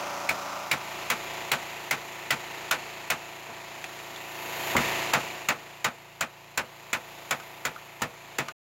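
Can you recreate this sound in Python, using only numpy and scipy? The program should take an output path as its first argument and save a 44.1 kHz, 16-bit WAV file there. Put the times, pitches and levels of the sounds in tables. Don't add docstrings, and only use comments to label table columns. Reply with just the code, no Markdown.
import sys
import numpy as np
from scipy import signal
from scipy.fft import rfft, irfft, next_fast_len
from scipy.io import wavfile
from scipy.ndimage import uniform_filter1d, minimum_filter1d, map_coordinates

SR = 44100
rng = np.random.default_rng(int(sys.argv[2]) if len(sys.argv) > 2 else 0)


def unload_audio(sound):
    columns = np.transpose(np.atleast_2d(sound))
    steps = np.round(np.clip(columns, -1, 1) * 32767)
    wavfile.write(sys.argv[1], SR, steps.astype(np.int16))


N = 381894
TIME_S = np.arange(N) / SR
AGE_S = np.arange(SR // 3) / SR

# time in seconds, level in dB.
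BACKGROUND_LEVEL = [(0.0, -41), (0.7, -45), (0.95, -40), (1.37, -39.5), (2.02, -43), (2.63, -41.5),
                    (3.37, -45.5), (4.28, -43.5), (4.82, -31), (5.03, -33.5), (5.17, -36.5), (5.38, -41.5),
                    (5.54, -46.5), (6.03, -52.5), (6.45, -53), (7.24, -47), (8.06, -51), (8.36, -48.5)]
# time in seconds, level in dB.
SPRAY_LEVEL = [(0.0, -59.5), (1.14, -55.5), (3.56, -61.5), (4.19, -57), (4.7, -43.5), (4.96, -47.5),
               (5.59, -63), (6.31, -67.5), (7.31, -58), (8.36, -65)]
# multiple of the stroke rate, relative level in dB.
HUM_LINES = [(2, -8), (3, -30.5), (4, 1.5), (5, 3), (6, -1)]
DRONE_LINES = [(7, -6), (8, -11.5), (10, -9), (11, -1.5), (12, -2.5), (13, 0.5), (14, -13), (16, -2)]
CASING_LINES = [(18, -6.5), (19, -2.5), (20, -3.5), (23, -4), (24, -0.5), (26, -2), (27, -6.5), (30, -3.5),
                (31, 0), (33, -4), (35, 1), (41, -1), (64, -7)]
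YARD_LINES = [(7, -8.5), (10, -3.5), (20, -1.5), (28, -3), (31, -1), (33, -3), (42, -3)]
# frequency in Hz, relative density in dB.
DRONE_SPECTRUM = [(20, -38), (42, -27), (55, -11.5), (120, -17.5), (250, -6.5), (350, -1.5), (450, -3),
                  (650, -16.5), (1200, -28.5)]
CASING_SPECTRUM = [(250, -46.5), (450, -5), (560, -8), (720, 0), (930, -2), (1150, -3), (1450, -6),
                   (2000, -22), (4000, -71)]
HISS_SPECTRUM = [(900, -53), (1500, -7), (1850, 0.5), (2600, 1), (3200, -5.5), (4100, -7), (5600, -14.5),
                 (6300, -12), (6800, -7.5), (7400, -11), (8000, -26), (9300, -22), (10500, -33),
                 (16000, -33)]
SPRAY_SPECTRUM = [(7800, -47), (9000, -24.5), (10400, -5.5), (11700, 1.5), (13000, 1.5), (14500, -7),
                  (16000, -2)]
YARD_SPECTRUM = [(440, -38), (560, 1.5), (880, 3), (1150, 0), (1400, 1.5), (2000, -26), (3600, -19.5),
                 (5800, -13.5), (7400, -19), (8200, -29.5)]
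# start in seconds, strength in dB, thump gain in dB, clink in Hz, clink gain in dB.
HAMMER_BLOWS = [(0.2904, -25.5, 8.5, 2326, 12), (0.7129, -21, 2.5, 2290, 5), (1.1001, -20, -1.5, 2260, -1),
                (1.5157, -18.5, -1.5, 2124, 0.5), (1.9092, -21.5, -2, 2173, 4.5),
                (2.305, -19.5, -1, 1980, 1.5), (2.71, -17.5, -4.5, 1467, -1.5),
                (3.101, -21, -1.5, 2310, -4.5), (4.765, -18.5, 11.5, 2144, 4.5),
                (5.134, -12.5, 0, 1296, -4.5), (5.486, -16, -2.5, 1950, -11),
                (5.8438, -18.5, -0.5, 1220, -4), (6.208, -22.5, -1.5, 1465, -0.5),
                (6.5748, -21.5, 3, 1510, -2.5), (6.9296, -22.5, -0.5, 2305, 2.5),
                (7.3083, -22, -1.5, 2280, -3.5), (7.6512, -24.5, 3.5, 1430, 0.5),
                (8.0184, -26, 9.5, 1390, -6), (8.3837, -24.5, 9, 2180, -5)]
# start in seconds, treble gain in dB, hammer-head ping gain in dB.
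NAIL_TONES = [(0.2, 4.5, -28), (4.7, 0.1, -4.5)]
# frequency in Hz, relative density in dB.
CRACK_SPECTRUM = [(60, -35), (200, -16.5), (500, -6), (1000, -1.5), (1400, -3.5), (2400, -0.5),
                  (3300, -5.5), (5200, -10.5), (6400, -9), (7400, -8), (8000, -20.5), (9300, -14),
                  (12000, -15.5), (16000, -11)]
DECK_SPECTRUM = [(30, -34), (70, -11), (130, -6.5), (230, 0.5), (300, -7), (420, -9), (530, 0.5),
                 (1000, 2.5), (1450, 4), (2400, 1.5), (3200, -7), (5500, -15), (7300, -14.5), (8000, -21),
                 (15000, -22)]
THUD_SPECTRUM = [(40, -18), (75, -3), (200, 1.5), (330, -4.5), (600, 0.5), (950, 0), (1500, -7),
                 (3000, -28.5), (8000, -50)]
# mean delay in seconds, gain in dB.
WALL_ECHOES = [(.009, -9.5), (.02, -21), (0.035, -22)]
# frequency in Hz, T60 in seconds.
DECK_DECAY = [(100, 0.18), (500, 0.21), (1400, 0.13), (2400, 0.11), (4000, 0.094), (8000, 0.11),
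              (16000, .07)]
# frequency in Hz, relative level in dB, T60 in seconds.
DECK_MODES = [(84, -20, 0.18), (136, -11.5, .2), (234.8, -16.5, 0.26), (493, -15, 0.34), (687, -11, 0.2),
              (1288, -4, 0.19), (1413, 0.5, 0.067), (2440, -1.5, 0.1)]
# start in seconds, level in dB, T60 in seconds.
DECK_THUDS = [(3.489, -41, 0.27), (4.751, -11.5, 0.07)]
# start in seconds, tick in dB, clink in dB, clink in Hz.
TOOL_TAPS = [(3.841, -29, -29.5, 2570), (3.989, -39, -50, 2500), (4.16, -37, -36, 3530),
             (5.128, -35, -24, 1450), (5.477, -41, -41, 1400), (7.399, -39, -39, 1420),
             (7.761, -45, -34.5, 1375), (8.01, -41, -39, 870), (8.484, -30.5, -31.5, 1377)]


def gain(db):
    return 10 ** (np.asarray(db) / 20)


def unit_rms(x):
    return x / np.sqrt(np.mean(x ** 2) + 1e-20)


def at_hz(table, hz):
    row_hz, values = np.transpose(table)
    return np.interp(np.log(hz + 1), np.log(row_hz + 1), values)


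def coloured(x, spectrum):
    size = next_fast_len(len(x), real=True)
    response = gain(at_hz(spectrum, np.fft.rfftfreq(size, 1 / SR)))
    return unit_rms(irfft(rfft(x, size) * response, size)[:len(x)])


def band(x, hz, kind, order=2):
    return signal.sosfilt(signal.butter(order, hz, kind, fs=SR, output="sos"), x)


def add(mix, start_s, sound):
    part = mix[round(start_s * SR):][:len(sound)]
    part += sound[:len(part)]


def wander(points_per_s):
    points = rng.standard_normal(int(points_per_s * N / SR) + 2)
    curve = unit_rms(signal.resample(points, 1000))
    return np.interp(TIME_S, np.linspace(0, TIME_S[-1], len(curve)), curve)


def harmonics(lines, strokes, waver_rad):
    return unit_rms(sum(gain(db) * np.sin(2 * np.pi * (k * strokes + rng.random()) + waver_rad * wander(5))
                        for k, db in lines))


def rattle(strokes, repeat_share, throb):
    cycle = unit_rms(irfft(np.exp(2j * np.pi * rng.random(SR // 56))))
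    repeating = map_coordinates(cycle, [strokes % 1 * len(cycle)], order=3, mode="grid-wrap")
    noise = np.sqrt(repeat_share) * repeating + np.sqrt(1 - repeat_share) * rng.standard_normal(N)
    return noise * (1 + throb * (np.cos(2 * np.pi * strokes) + 0.72 * np.cos(8 * np.pi * strokes)))


def swell(usual_db, db_per_db):
    swell_db = np.interp(TIME_S, *np.transpose(BACKGROUND_LEVEL)) + 44
    return gain(usual_db + db_per_db * swell_db)


def yard_rush(strokes, turn_s=0.53, fade_db_per_s=22.5):
    noise = coloured(rattle(strokes, repeat_share=0.65, throb=0.1), YARD_SPECTRUM)
    tones = gain(-9) * harmonics(YARD_LINES, strokes, waver_rad=0.15)
    return gain(-36.5 - fade_db_per_s * np.maximum(TIME_S - turn_s, 0)) * (noise + tones)


def drifting_colour(x, depth_db):
    bands = signal.stft(x, SR, nperseg=1024)[2]
    patches = rng.standard_normal(bands.shape)
    for axis, size in ((0, 6), (0, 7), (1, 14), (1, 20)):
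        patches = uniform_filter1d(patches, size, axis, mode="wrap")
    return signal.istft(bands * gain(depth_db * unit_rms(patches)), SR, nperseg=1024)[1][:N]


def machine(stroke_hz=28.245, drift_hz=0.03965, hum_floor_db=-60.5):
    strokes = np.cumsum(stroke_hz + drift_hz * wander(3)) / SR
    hum = harmonics(HUM_LINES, strokes, waver_rad=0.15)
    hum *= np.hypot(gain(hum_floor_db), swell(-63, db_per_db=1.25))
    drone = gain(-2.5) * harmonics(DRONE_LINES, strokes, waver_rad=0.12)
    drone += gain(-2) * coloured(rattle(strokes, repeat_share=0.43, throb=0.14), DRONE_SPECTRUM)
    drone *= swell(-52, db_per_db=0.97)
    clatter = gain(-3) * harmonics(CASING_LINES, strokes, waver_rad=0.37)
    clatter += gain(-1.5) * coloured(rattle(strokes, repeat_share=0.53, throb=0.17), CASING_SPECTRUM)
    clatter *= swell(-45.5, db_per_db=0.93)
    air = rattle(strokes, repeat_share=0.35, throb=0.14)
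    hiss = swell(-44, db_per_db=1) * coloured(air, HISS_SPECTRUM)
    spray = gain(np.interp(TIME_S, *np.transpose(SPRAY_LEVEL)) + 1.5) * coloured(air, SPRAY_SPECTRUM)
    airflow = drifting_colour(hiss + spray + yard_rush(strokes), depth_db=0.66)
    return hum + drone + clatter + airflow


def crack(t60_s, rise_s):
    envelope = np.minimum(AGE_S / rise_s, 1) * gain(-60 * np.maximum(AGE_S - 2 * rise_s, 0) / t60_s)
    return envelope * coloured(rng.standard_normal(len(AGE_S)), CRACK_SPECTRUM)


def clink(hz, spread, t60_s, modes=7):
    mode_hz = hz * (1 + spread * (np.linspace(-1, 1, modes) + 0.2 * rng.standard_normal(modes)))
    weights = signal.windows.hann(modes + 2)[1:-1]
    envelope = gain(-60 * AGE_S / t60_s) * (1 - np.exp(-AGE_S / 0.00034))
    cluster = weights @ np.sin(2 * np.pi * (mode_hz[:, None] * AGE_S + rng.random((modes, 1))))
    return unit_rms(cluster * envelope) * np.sqrt(np.mean(envelope ** 2))


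def deck_wash(noise, hold_s, rise_s):
    hz, frame_s, bands = signal.stft(coloured(noise, DECK_SPECTRUM), SR, nperseg=256)
    decay = gain(-60 * np.maximum(frame_s - hold_s, 0) / at_hz(DECK_DECAY, hz)[:, None])
    wash = signal.istft(bands * decay, SR, nperseg=256)[1][:len(AGE_S)]
    return wash * (1 - np.exp(-AGE_S / rise_s))


def deck_ring(spread):
    ring = np.zeros(len(AGE_S))
    for hz, db, t60_s in DECK_MODES:
        envelope = gain(db + 1.8 * rng.standard_normal() - 60 * AGE_S / t60_s)
        polarity = rng.choice([-1, 1])
        spot_hz = hz * (1 + spread * rng.standard_normal())
        ring += polarity * envelope * np.sin(2 * np.pi * spot_hz * AGE_S)
    return ring


def wall_echoes(x, spread):
    out, dull = x.copy(), band(x, 6000, "low")
    for delay_s, db in WALL_ECHOES:
        add(out, abs(delay_s * (1 + spread * rng.standard_normal())), gain(db) * dull)
    return out


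def hammer(usual_db=-20, steel_db_per_db=0.66, bass_hz=350, treble_hz=3200):
    out = np.zeros(N)
    shared_noise = rng.standard_normal(len(AGE_S))
    for start_s, db, thump_db, clink_hz, clink_db in HAMMER_BLOWS:
        _, treble_db, ping_db = [nail for nail in NAIL_TONES if nail[0] <= start_s][-1]
        noise = shared_noise + 0.75 * rng.standard_normal(len(AGE_S))
        deck = gain(-6) * deck_wash(noise, hold_s=0.019, rise_s=0.003)
        deck += gain(-10) * deck_ring(spread=0.02)
        blow = deck + gain(0.5) * wall_echoes(crack(t60_s=0.029, rise_s=0.0021), spread=0.068)
        thump = gain(thump_db) * band(blow, bass_hz, "low")
        middle = -band(band(blow, bass_hz, "high"), treble_hz, "low")
        treble = gain(treble_db) * band(blow, treble_hz, "high")
        body = thump + middle + gain(clink_db) * clink(clink_hz, spread=0.08, t60_s=0.071)
        steel = treble + gain(ping_db) * clink(hz=7080, spread=0.089, t60_s=0.052)
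        steel_db = usual_db + steel_db_per_db * (db - usual_db)
        add(out, start_s, gain(db) * body + gain(steel_db) * steel)
    return gain(-0.5) * out


def thuds(rise_s=0.0005):
    out = np.zeros(N)
    for start_s, db, t60_s in DECK_THUDS:
        boards = coloured(rng.standard_normal(len(AGE_S)), THUD_SPECTRUM)
        envelope = gain(db - 60 * AGE_S / t60_s) * (1 - np.exp(-AGE_S / rise_s))
        add(out, start_s, envelope * boards)
    return out


def taps():
    out = np.zeros(N)
    for start_s, tick_db, clink_db, clink_hz in TOOL_TAPS:
        tick = band(crack(t60_s=0.032, rise_s=0.00059), 9000, "low")
        ring = clink(clink_hz, spread=0.2, t60_s=100 / clink_hz)
        add(out, start_s, gain(tick_db) * tick + gain(clink_db) * ring)
    return out


def gain_control(x, threshold_db=-23.5, cut_db_per_db=0.39, lookahead_s=0.01):
    ahead = int(lookahead_s * SR)
    power_db = 10 * np.log10(abs(uniform_filter1d(x ** 2, size=256)) + 1e-12)
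    cut_db = cut_db_per_db * np.minimum(threshold_db - power_db, 0)
    held_db = minimum_filter1d(cut_db, 2 * ahead + 1)
    return x * gain(uniform_filter1d(held_db, ahead))


def scene():
    return (machine() + hammer() + taps() + thuds())[None]


def record(dry):
    ceiling, stop_s, fade_s, top_hz = 0.42, 8.524, 0.0038, 15900
    thin = band(gain_control(dry), 50, "high", order=6)
    rounded = ceiling * np.tanh(thin / ceiling)
    gate = np.clip((stop_s - TIME_S) / fade_s, 0, 1)
    lowpass = signal.firwin(511, top_hz, window=("kaiser", 9), fs=SR)
    return signal.oaconvolve(rounded * gate, lowpass[None], "same")


dry = scene()
out = record(dry)
unload_audio(out)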